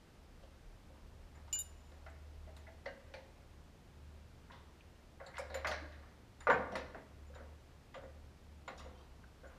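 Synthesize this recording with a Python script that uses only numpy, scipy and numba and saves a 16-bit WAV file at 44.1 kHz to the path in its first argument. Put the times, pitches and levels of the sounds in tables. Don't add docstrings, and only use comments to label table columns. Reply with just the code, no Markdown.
import sys
import numpy as np
from scipy import signal
from scipy.fft import rfft, irfft, next_fast_len
from scipy.io import wavfile
from scipy.ndimage import uniform_filter1d
from numba import njit

SR = 44100
rng = np.random.default_rng(int(sys.argv[2]) if len(sys.argv) > 2 else 0)


def ratio_of_db(decibels):
    return 10 ** (np.asarray(decibels, float) / 20)


def transcribe(signal):
    frames = np.atleast_2d(signal).T
    limited = np.clip(frames, -1, 1)
    pcm = np.round(limited * 32767).astype(np.int16)
    wavfile.write(sys.argv[1], SR, pcm)


N = 422786


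def curve(table):
    s, *columns = np.transpose(table)
    return [np.interp(np.arange(N) / SR, s, column) for column in columns]


def add(out, s, sound):
    i = int(s * SR)
    out[i:i + len(sound)] += sound[:N - i]


def fade(t, t60, rise_s):
    rise = (1 - np.exp(-t / max(rise_s, 1e-5))) ** 2
    return rise * np.exp(-np.log(1000) * t / np.clip(t60, .01, 1.5))


def band(x, lo_hz, hi_hz, order=2):
    sos = signal.butter(order, [lo_hz, hi_hz], "bandpass", fs=SR, output="sos")
    y = signal.sosfilt(sos, x)
    return y / np.sqrt(np.mean(y ** 2))


def walk(rate):
    k = int(SR / rate)
    steps = np.repeat(rng.standard_normal(N // k + 1), k)
    return uniform_filter1d(uniform_filter1d(steps, k), k)[:N]


def coloured(gain_of_hz):
    size = next_fast_len(N)
    hz = np.maximum(np.fft.rfftfreq(size, 1 / SR), 1)
    y = irfft(rfft(rng.standard_normal(size)) * gain_of_hz(hz), size)[:N]
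    return y / np.std(y)


@njit
def ring(pole, gain, size):
    out = np.zeros(size)
    for k in range(len(pole)):
        z = gain[k]
        for i in range(size):
            out[i] += z.imag
            z *= pole[k]
    return out


def body(t, hz, db, t60, chance, spot_db, drift):
    weight = ratio_of_db(db + spot_db * chance[0])
    weight = weight / np.sqrt(np.sum(weight ** 2))
    turn = 2j * np.pi * hz * (1 + drift * chance[1])
    decay = np.log(1000) / np.clip(t60, .03, 1.5)
    return ring(np.exp((turn - decay) / SR), weight * np.exp(3j * chance[2]), len(t))


# pitch_hz, density_db (per Hz)
FLOOR_SPECTRUM = [(12, -41), (20, -7), (80, -7), (97, -5.5), (125, -7), (160, -9), (184, -11.5), (224, -11),
                  (265, -14), (401, -16), (849, -20.5), (1030, -23), (1250, -24), (5160, -34), (15200, -47)]


def floor():
    hz, db = np.transpose(FLOOR_SPECTRUM)
    noise = coloured(lambda f: ratio_of_db(np.interp(np.log(f), np.log(hz), db)))
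    low = uniform_filter1d(noise, size=81)
    high = noise - low
    return ratio_of_db(-65.5 + 4.0) * (low * ratio_of_db(1.3 * walk(2.34)) + high * ratio_of_db(.5 * walk(0.97)))


# start_s, pitch_hz
MOTOR_SPEED = [(0, 71.5), (1.1, 73.3), (2.8, 74.3), (4.6, 73.4), (5.9, 73), (6.6, 72), (7.5, 73.3),
               (8.6, 73.8), (8.95, 68.5), (9.59, 66.5)]
# start_s, level_db
MOTOR_THROB = [(0, -74), (.25, -62.5), (1.1, -59), (2.3, -61.5), (3.2, -66), (4.0, -69.5), (4.6, -72),
               (6.6, -67), (9.59, -66)]
# middle_s, length_s, level_db
HUM_SWELLS = [(0.422, 0.52, -67), (.8, 0.098, -81), (1.4, 0.94, -59), (2.373, 1.0, -55.5),
              (3.113, 0.13, -61.5), (3.524, 0.51, -64.5), (4.118, 0.34, -56.5), (4.526, 0.44, -63.5),
              (4.932, 0.19, -68), (5.19, .1, -62), (5.716, .66, -52.5), (6.19, 0.062, -66), (6.54, .3, -56),
              (6.835, 0.2, -57.5), (7.365, 0.52, -56), (7.745, 0.13, -64), (8.158, 0.34, -57),
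              (8.538, 0.21, -59), (8.853, 0.15, -56), (9.15, 0.56, -64.5), (9.48, 0.14, -60.5)]


def motor():
    t = np.linspace(0, N / SR, num=N // 100)
    level = ratio_of_db(-73.5)
    for s, length_s, db in HUM_SWELLS:
        level = level + ratio_of_db(db) * np.exp(-np.abs(2 * (t - s) / length_s) ** 3.2)
    level = np.interp(np.arange(N) / SR, t, level) * ratio_of_db(0.91 * walk(16))
    speed_hz = curve(MOTOR_SPEED)[0] + 0.67 * walk(8.3)
    tone = np.sqrt(2) * level * np.sin(2 * np.pi * np.cumsum(speed_hz) / SR)
    throb = band(rng.standard_normal(N), 34.2, 40.8, order=1)
    return tone + ratio_of_db(curve(MOTOR_THROB)[0]) * throb


# low_edge_hz, high_edge_hz, t60_s, level_db
ECHO_BANDS = [(80, 560, 1, -3), (690, 1940, 0.91, -9.5), (1860, 7000, 0.93, -8.5), (4500, 22000, 0.42, -11)]


def room(x):
    t = np.arange(SR) / SR
    echo = np.zeros(SR)
    for lo_hz, hi_hz, t60, db in ECHO_BANDS:
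        reflections = band(rng.standard_normal(SR), lo_hz, hi_hz) * np.sqrt((hi_hz - lo_hz) / t60)
        echo += ratio_of_db(db) * reflections * fade(t, t60, 0.0051)
    return signal.fftconvolve(x, echo * 4 / SR)[:N]


# start_s, length_s, level_db, pitch_hz
PAD_DRAGS = [(8.77, .1, -73.5, 2850), (8.77, 0.059, -72, 3230), (8.77, .08, -76, 3900),
             (8.77, .08, -73, 4700), (8.77, .05, -72, 5270), (8.775, .04, -71, 5750),
             (8.79, 0.042, -64, 1206), (8.94, .04, -77, 3100), (8.965, .065, -74, 3130),
             (8.97, .07, -81, 4700), (9.01, 0.042, -80, 3900), (8.97, .04, -79, 5750)]


def drags():
    waver_db, waver_hz = 5, 35
    out, grip, speed = np.zeros(N), ratio_of_db(waver_db * walk(200)), walk(90)
    for k, (s, length_s, db, hz) in enumerate(PAD_DRAGS):
        size = int(1.34 * length_s * SR)
        own = slice(k * SR // 2, k * SR // 2 + size)
        tone = np.sin(2 * np.pi * np.cumsum(hz + waver_hz * speed[own]) / SR)
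        slide = signal.windows.tukey(size, .6)
        add(out, s - length_s / 8, ratio_of_db(db) * slide * grip[own] * tone)
    return out


# start_s, level_db, pitch_hz, t60_s
BOLT_PINGS = [(5.263, -67, 7200, 0.13), (1.53, -60, 12000, 0.11), (1.589, -55, 13430, .12),
              (5.546, -56, 4050, 0.2), (2.862, -62, 2830, 0.35), (2.861, -52.5, 1590, 0.32),
              (3.14, -55, 2377, 0.13), (5.672, -53.5, 6350, 0.14), (6.404, -66, 3750, .08),
              (6.406, -78, 4850, .2), (6.722, -65.5, 5670, 0.24), (6.811, -71, 5700, 0.13),
              (7.348, -66.5, 3800, 0.1), (5.67, -58, 2500, 0.24), (8.777, -68, 6860, 0.3),
              (5.72, -61, 4000, .4), (6.755, -59, 2800, 0.11)]
# start_s, level_db, pitch_hz, t60_s
PAD_RATTLES = [(1.528, -50, 5300, 0.085), (2.064, -59, 1440, 0.15), (2.1, -71, 7600, 0.046),
               (3.14, -61, 4300, 0.16), (8.678, -65, 3530, 0.11), (6.472, -41.5, 390, 0.25),
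               (2.566, -56, 3950, 0.039), (2.86, -48, 1940, 0.19), (2.859, -62, 4500, 0.12),
               (3.14, -56, 875, 0.37), (4.5, -63, 970, .58), (4.516, -68, 3460, 0.43),
               (4.808, -58, 2600, .04), (5.263, -58.5, 4100, 0.15), (5.265, -66, 7500, .08),
               (5.382, -53.5, 7350, .076), (5.503, -64.5, 4100, .2), (5.671, -50, 4590, 0.29),
               (5.72, -49, 1680, 0.45), (5.72, -60.5, 4160, 0.4), (5.82, -52, 314, 0.27),
               (6.5, -32, 1530, 0.29), (8.678, -50.5, 735, 0.33), (8.775, -67, 5560, 0.34),
               (9.239, -56, 1450, 0.048), (9.432, -64, 1440, 0.2), (9.501, -67, 1450, 0.24),
               (5.68, -58, 3320, .3)]
# start_s, level_db, pitch_hz, t60_s
DRY_RATTLES = [(6.47, -48, 2190, .3), (6.499, -44, 2250, 0.37), (6.499, -52, 2870, .25),
               (6.499, -58, 3550, .25), (6.5, -37, 753, 0.48), (6.755, -52, 2430, 0.28),
               (5.647, -51, 2200, .35), (5.715, -52, 2200, .4), (5.546, -53, 2210, .3),
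               (5.385, -54, 2240, 0.25), (5.34, -59, 2050, .4), (5.21, -56.5, 1500, .4),
               (5.21, -55.5, 700, .4), (8.68, -59.5, 2640, 0.23), (2.862, -63, 4260, .2),
               (1.528, -58, 4100, .15), (1.528, -58, 6100, .15), (1.528, -60, 8200, .15),
               (1.528, -60, 3400, .12), (1.589, -56, 7900, .05), (7.945, -62, 2800, .2),
               (7.945, -64, 3400, .25), (7.98, -62, 1400, .4), (7.34, -60, 1500, .3),
               (7.395, -60, 1450, .2), (6.946, -56, 1550, .2), (5.385, -60, 5200, .3),
               (5.67, -58, 5700, .3), (5.72, -60, 5600, .35), (8.68, -62, 3900, .25), (8.78, -66, 3600, .5),
               (9.44, -62, 1500, .4), (7.3, -60, 520, .4), (6.72, -52, 200, .5), (5.5, -62, 4000, .3)]


def ticks(pings, rattles):
    ping_width_hz, rattle_q = 110, 6.6
    out, t = np.zeros(N), np.arange(SR // 2) / SR
    rows = [(*row, ping_width_hz) for row in pings]
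    rows += [(*row, row[2] / rattle_q) for row in rattles]
    for s, db, hz, t60, width_hz in rows:
        noise = rng.standard_normal(3 * SR // 5)
        rattle = band(noise, hz - width_hz / 2, hz + width_hz / 2)[-len(t):]
        add(out, s, ratio_of_db(db) * fade(t, t60, 0.00031) * rattle)
    return out


# pitch_hz, t60_s
STRIKE_TONES = [(7066, .37), (2896, .36), (3725, .19), (4780, .26), (2396, .2)]
# pitch_hz, t60_s
TOUCH_TONES = [(9324, .3), (11040, .17), (11890, .2), (12820, .15), (13430, .13)]
# pitch_hz, t60_s
BRUSHED_TONE = [(7075, .17)]
# start_s, then level_db of each of five modes
DISC_STRIKES = [
    (1.528, -31.5, -42, -68, -54, -55),
    (1.589, -41, -80, -51, -70, -80),
]
# start_s, first_tone_db, second_and_fourth_db, third_and_fifth_db
DISC_TOUCHES = [(1.5284, -57, -64, -53), (1.588, -49, -47.5, -53), (2.5677, -83, -84, -80),
                (5.3852, -64, -79, -80), (5.5463, -70, -67, -63), (5.6704, -65, -83, -63),
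                (6.4044, -68, -96, -90), (6.498, -71, -90, -71), (8.6784, -82, -91, -79)]
# start_s, level_db, free_ringing_s
DISC_BRUSHES = [(1.3518, -72, 0.033), (2.5672, -69, 0.04), (2.86, -78, 0.036), (5.544, -44.5, 0.021),
                (5.6695, -56, 0.035), (6.4058, -59, 0.062), (6.4984, -63, 0.047), (6.5144, -58, 0.044),
                (6.7694, -69, 0.038), (7.265, -77, 0.036), (7.3474, -69, 0.056), (7.9424, -71, 0.043),
                (8.0314, -79, 0.023), (8.678, -61, 0.031), (8.776, -72, 0.049), (9.47, -75, 0.052)]
RETOUCHES = (1.5545, 1.5885)


def disc():
    hand_damps_s, fifth_tone_db, retouch_turns = 1.622, -12, .13
    out, t = np.zeros(N), np.arange(SR // 3) / SR
    touches = [(row[0], STRIKE_TONES, row[1:], hand_damps_s - row[0]) for row in DISC_STRIKES]
    touches += [(s, BRUSHED_TONE, [db], free_s) for s, db, free_s in DISC_BRUSHES]
    touches += [(s, TOUCH_TONES, (a, b, c, b, c + fifth_tone_db), .03) for s, a, b, c in DISC_TOUCHES]
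    flutter = ratio_of_db(5.0 * walk(90))
    for s, tones, levels_db, free_s in touches:
        free = np.exp(-np.maximum(t - free_s, 0) / 0.00091)
        now = t + int(s * SR) / SR
        for k, ((hz, t60), db) in enumerate(zip(tones, levels_db)):
            strongest_struck = tones is STRIKE_TONES and k == 0
            contact = flutter[int(s * SR / 2) + k * SR:][:len(t)]
            held = (.14 if strongest_struck else .35) * contact
            slip = retouch_turns * sum(now > r for r in RETOUCHES) * strongest_struck
            tone = np.sin(2 * np.pi * (hz * now + slip))
            grip = contact if tones is BRUSHED_TONE else 1
            level = free * grip + (1 - free) * held
            add(out, s, ratio_of_db(db) * level * fade(t, t60, 0.000067) * tone)
    return out


# start_s, level_db, pitch_hz, t60_s
BLOW_MODES = [(1.5275, -43, 5300, .012), (1.527, -45, 4000, .012), (1.5278, -52, 6070, .015),
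              (1.555, -56, 1560, 0.11), (5.646, -37, 1485, .1), (5.647, -45, 2450, 0.064),
              (5.6527, -38, 1590, .07), (5.67, -45, 4700, 0.046), (5.67, -47, 6800, .03),
              (5.715, -41, 1450, .1), (5.721, -39, 1793, 0.08), (5.715, -54, 2850, .06),
              (6.47, -26, 1450, 0.078), (6.473, -31, 1190, 0.16), (6.5, -23, 1460, 0.052),
              (6.503, -28, 930, 0.16), (6.506, -31, 1177, 0.22), (6.506, -25.5, 550, 0.085),
              (6.51, -35, 1739, .12), (6.57, -41, 500, 0.17), (6.722, -41, 703, 0.11),
              (6.755, -50, 1936, 0.14), (8.68, -46, 1450, .1), (2.862, -53, 2100, .1),
              (5.507, -46, 560, .12), (8.68, -47, 2170, 0.07), (8.685, -49, 760, 0.27),
              (8.679, -57, 3230, .07), (8.679, -64, 4300, .06), (2.064, -56, 1400, .1),
              (2.066, -56, 780, .15), (7.945, -54, 1200, .08), (3.17, -56, 535, .3),
              (6.505, -72, 12820, .25), (6.52, -76, 13430, .15), (1.918, -60, 540, .12),
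              (.434, -60, 700, .08), (2.668, -60, 2000, .08), (1.6215, -52, 7300, .012)]


def blows():
    out, t = np.zeros(N), np.arange(SR // 3) / SR
    for s, db, hz, t60 in BLOW_MODES:
        add(out, s, ratio_of_db(db) * fade(t, t60, 0.00028) * np.sin(2 * np.pi * hz * t))
    return out


# pitch_ratio, level_db
WHEEL_MODES = [(1.002, -1.5), (0.858, -21), (0.931, -9), (1.039, -8), (1.117, -9.5), (1.24, -11),
               (1.38, -12.5)]
# start_s, thud_db, pitch_hz, boom_db
WHEEL_THUDS = [(0.434, -57, 539, -80), (0.9, -60, 529, -79), (1.917, -59, 531, -62.5),
               (2.064, -51, 657, -63), (2.475, -51.5, 631, -59.5), (2.674, -50.5, 654, -60),
               (2.863, -39, 544.5, -60), (3.143, -45, 529, -65), (4.498, -60, 530, -65.5),
               (5.207, -47.5, 537.5, -75), (5.264, -51.5, 541, -68), (5.395, -38, 540, -60.5),
               (5.507, -42, 545, -58.5), (5.553, -36.5, 531.5, -75), (5.65, -37, 637, -48.5),
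               (5.67, -37.5, 611, -46), (5.714, -37.5, 595.5, -61.5), (6.472, -32.5, 600, -43),
               (6.484, -30, 470.4, -47), (6.49, -27, 495, -37), (6.725, -40.5, 638, -46),
               (6.753, -38.5, 526, -54.5), (6.946, -46, 667.5, -49.5), (7.36, -53, 516, -59),
               (7.403, -50.5, 528, -60.5), (7.956, -42, 540.6, -55), (8.032, -46.5, 530.4, -70),
               (8.681, -49.5, 523, -53.5), (8.846, -49.5, 508, -56.5), (9.436, -48.5, 538, -66)]


def thuds():
    wheel_hz, wheel_t60_s = 535, 0.36
    out, t = np.zeros(N), np.arange(SR // 3) / SR
    boom = band(rng.standard_normal(N), 130, 740) + 0.58 * band(rng.standard_normal(N), 211.5, 281)
    ratio, db = np.transpose(WHEEL_MODES)
    chance = rng.standard_normal((len(WHEEL_THUDS), 3, len(WHEEL_MODES)))
    chance[:, :2, 0] = 0
    for (s, thud_db, hz, boom_db), c in zip(WHEEL_THUDS, chance):
        t60 = wheel_t60_s * (wheel_hz / hz) ** 1.3
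        modes = body(t, hz * ratio, db, t60 + 0 * ratio, c, spot_db=1.0, drift=0.01555)
        thud = modes * fade(t, 3.7, 0.0016)
        rumble = boom[int(.9 * s * SR):][:len(t)] * fade(t, 1.39 * t60, 0.0063)
        add(out, s - .003, ratio_of_db(thud_db) * thud + ratio_of_db(boom_db - 2) * rumble)
    return out


# pitch_hz, level_db, t60_s
FORK_MODES = [(877, -13, 0.14), (946, 3, 0.18), (1077, 7, 0.25), (1190, -5, 0.51), (1330, -23, 5.0),
              (1411, 21.5, 0.096), (1490, -16, 0.64), (1600, 2, 0.13), (1686, -1.5, 0.31), (1890, -13, 0.8),
              (1790, -30, 0.31), (1916, -1, 0.17), (2020, 18, 0.065), (2020, -2, 0.091), (2330, -31, 0.2),
              (2080, -19, 0.085), (2600, -23, 0.16), (2340, -52, 0.38)]
# pitch_hz, width_hz, level_db
CRACK_BANDS = [(2770, 660, 0), (3400, 950, -3.5), (3950, 790, -2.5), (4880, 1050, -6.5), (5720, 920, -10)]
# start_s, lower_clank_db, upper_clank_db, crack_db
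FORK_KNOCKS = [(1.477, -61.5, -70, -63), (1.527, -65, -81, -51), (1.554, -66, -75, -62),
               (1.916, -71, -67, -64), (2.062, -62, -56, -60), (2.474, -78, -68, -73),
               (2.667, -73, -58, -72), (2.857, -51.5, -57, -51.5), (3.138, -73, -53, -50),
               (4.497, -63, -60, -73), (5.2, -55.5, -57, -72), (5.339, -63, -56, -68),
               (5.353, -60, -55, -59), (5.368, -60, -51, -47), (5.381, -46.5, -46, -56),
               (5.499, -59, -56.5, -61), (5.542, -45.5, -45, -43.5), (5.646, -42, -38, -47),
               (5.67, -40, -60, -42.5), (5.713, -45.5, -43, -41.5), (2.565, -64.5, -66, -60),
               (6.406, -58, -57, -58), (6.47, -34, -38, -50), (6.498, -28, -35, -43),
               (6.754, -43, -43, -39.5), (6.945, -54.5, -54.5, -69), (8.033, -65, -63, -73),
               (8.678, -48.5, -49.5, -52.5), (8.775, -63, -73, -67), (7.942, -53.5, -55.5, -55.5)]
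# start_s, lower_clank_db, upper_clank_db, crack_db
FORK_SCUFFS = [(0.433, -73, -85, -64), (0.94, -65, -80, -81), (1.346, -63, -66.5, -78),
               (5.922, -84, -60, -60.5), (4.517, -56.5, -61, -57), (5.263, -58, -58, -67),
               (6.02, -61, -63, -76), (6.72, -58, -58, -54), (7.347, -56.5, -60, -60.5),
               (7.4, -73, -80, -82), (8.975, -62.5, -78, -65), (8.791, -56, -63, -55.5),
               (8.845, -62, -70, -70), (9.432, -63, -67, -78), (9.5, -63, -68, -75)]
# start_s, level_db
STEEL_SNAPS = [(1.527, -56), (1.554, -70), (1.589, -46), (1.621, -65), (2.565, -60.5), (3.138, -66),
               (5.263, -67), (5.382, -50), (5.542, -53), (5.67, -51), (5.712, -55), (6.498, -72),
               (6.719, -66), (6.7545, -51), (8.776, -64), (8.792, -61)]


def knocks():
    out, t = np.zeros(N), np.arange(SR // 3) / SR
    crack = np.zeros(N)
    for hz, width_hz, db in CRACK_BANDS:
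        crack += 0.57 * ratio_of_db(db) * band(rng.standard_normal(N), hz - width_hz / 2, hz + width_hz / 2)
    air = band(rng.standard_normal(N), 6200, 10600)
    grit_low = band(rng.standard_normal(N), 670, 1340, order=3)
    grit_high = band(rng.standard_normal(N), 1573, 2136)
    hz, db, own_t60 = np.transpose(FORK_MODES)
    low = hz < 1350
    spike = fade(t, 0.023, 0.00045)
    puff = 0.65 * fade(t, 0.02, 0.00066) + 0.42 * fade(t, 0.13, 0.0021)
    for s, air_db in STEEL_SNAPS:
        add(out, s, ratio_of_db(air_db - 2.0) * air[int(.8 * s * SR):][:len(t)] * puff)
    rows = [(*row, 0.23, 0) for row in FORK_KNOCKS] + [(*row, 0.39, 0.0051) for row in FORK_SCUFFS]
    chance = rng.standard_normal((len(rows), 3, len(FORK_MODES)))
    for (s, low_db, high_db, crack_db, t60, slide_s), c in zip(rows, chance):
        spot = slice(int(.9 * s * SR), int(.9 * s * SR) + len(t))
        life = t60 * np.clip(own_t60 / 0.5, .7, 1.3) * (1400 / hz) ** 0.24
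        lightness = np.clip((-49 - max(low_db, high_db)) / 15, 0, 1)
        rise_s = slide_s + 0.00027 + 0.0012 * lightness
        strike, loose = fade(t, 0.27, rise_s), .5 * fade(t, 1.43 * t60, rise_s)
        sound = 0
        for part, part_db, grit in ((low, low_db, grit_low), (~low, high_db, grit_high)):
            modes = body(t, hz[part], 0.39 * db[part], life[part], c[:, part], spot_db=3.0, drift=0.012)
            sound = sound + ratio_of_db(part_db + 2.5) * (modes * strike + grit[spot] * loose)
        contact = .7 * spike + 0.25 * fade(t, 1.32 * t60, 0.0018)
        sound = sound + ratio_of_db(crack_db + 2.0) * crack[spot] * contact
        add(out, s, sound + ratio_of_db(crack_db - 25) * air[spot] * puff)
    return out


def scene():
    fork = knocks() + thuds() + blows()
    steel, parts = disc(), ticks(BOLT_PINGS, PAD_RATTLES)
    echo = room(fork + parts + ratio_of_db(-12) * steel)
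    mono = fork + steel + parts + echo + motor() + floor() + drags() + ticks([], DRY_RATTLES)
    return np.array([mono, mono])


def top_cut(x):
    return signal.sosfilt(signal.butter(12, 15390, fs=SR, output="sos"), x)


def record(dry):
    late = np.roll(dry[0], 331)
    hiss = ratio_of_db(-91 + 1.6 * walk(20)) * coloured(lambda f: (f + 12) ** -.7 + 0.0024)
    trace = hiss + ratio_of_db(-41.0) * late + ratio_of_db(-24.5) * np.gradient(late)
    both = dry + trace * np.array([[1], [-1]])
    low_pass = signal.ellip(8, .2, 60, 15230, fs=SR, output="sos")
    return top_cut(signal.sosfilt(low_pass, both))


dry = scene()
out = record(dry)
transcribe(out)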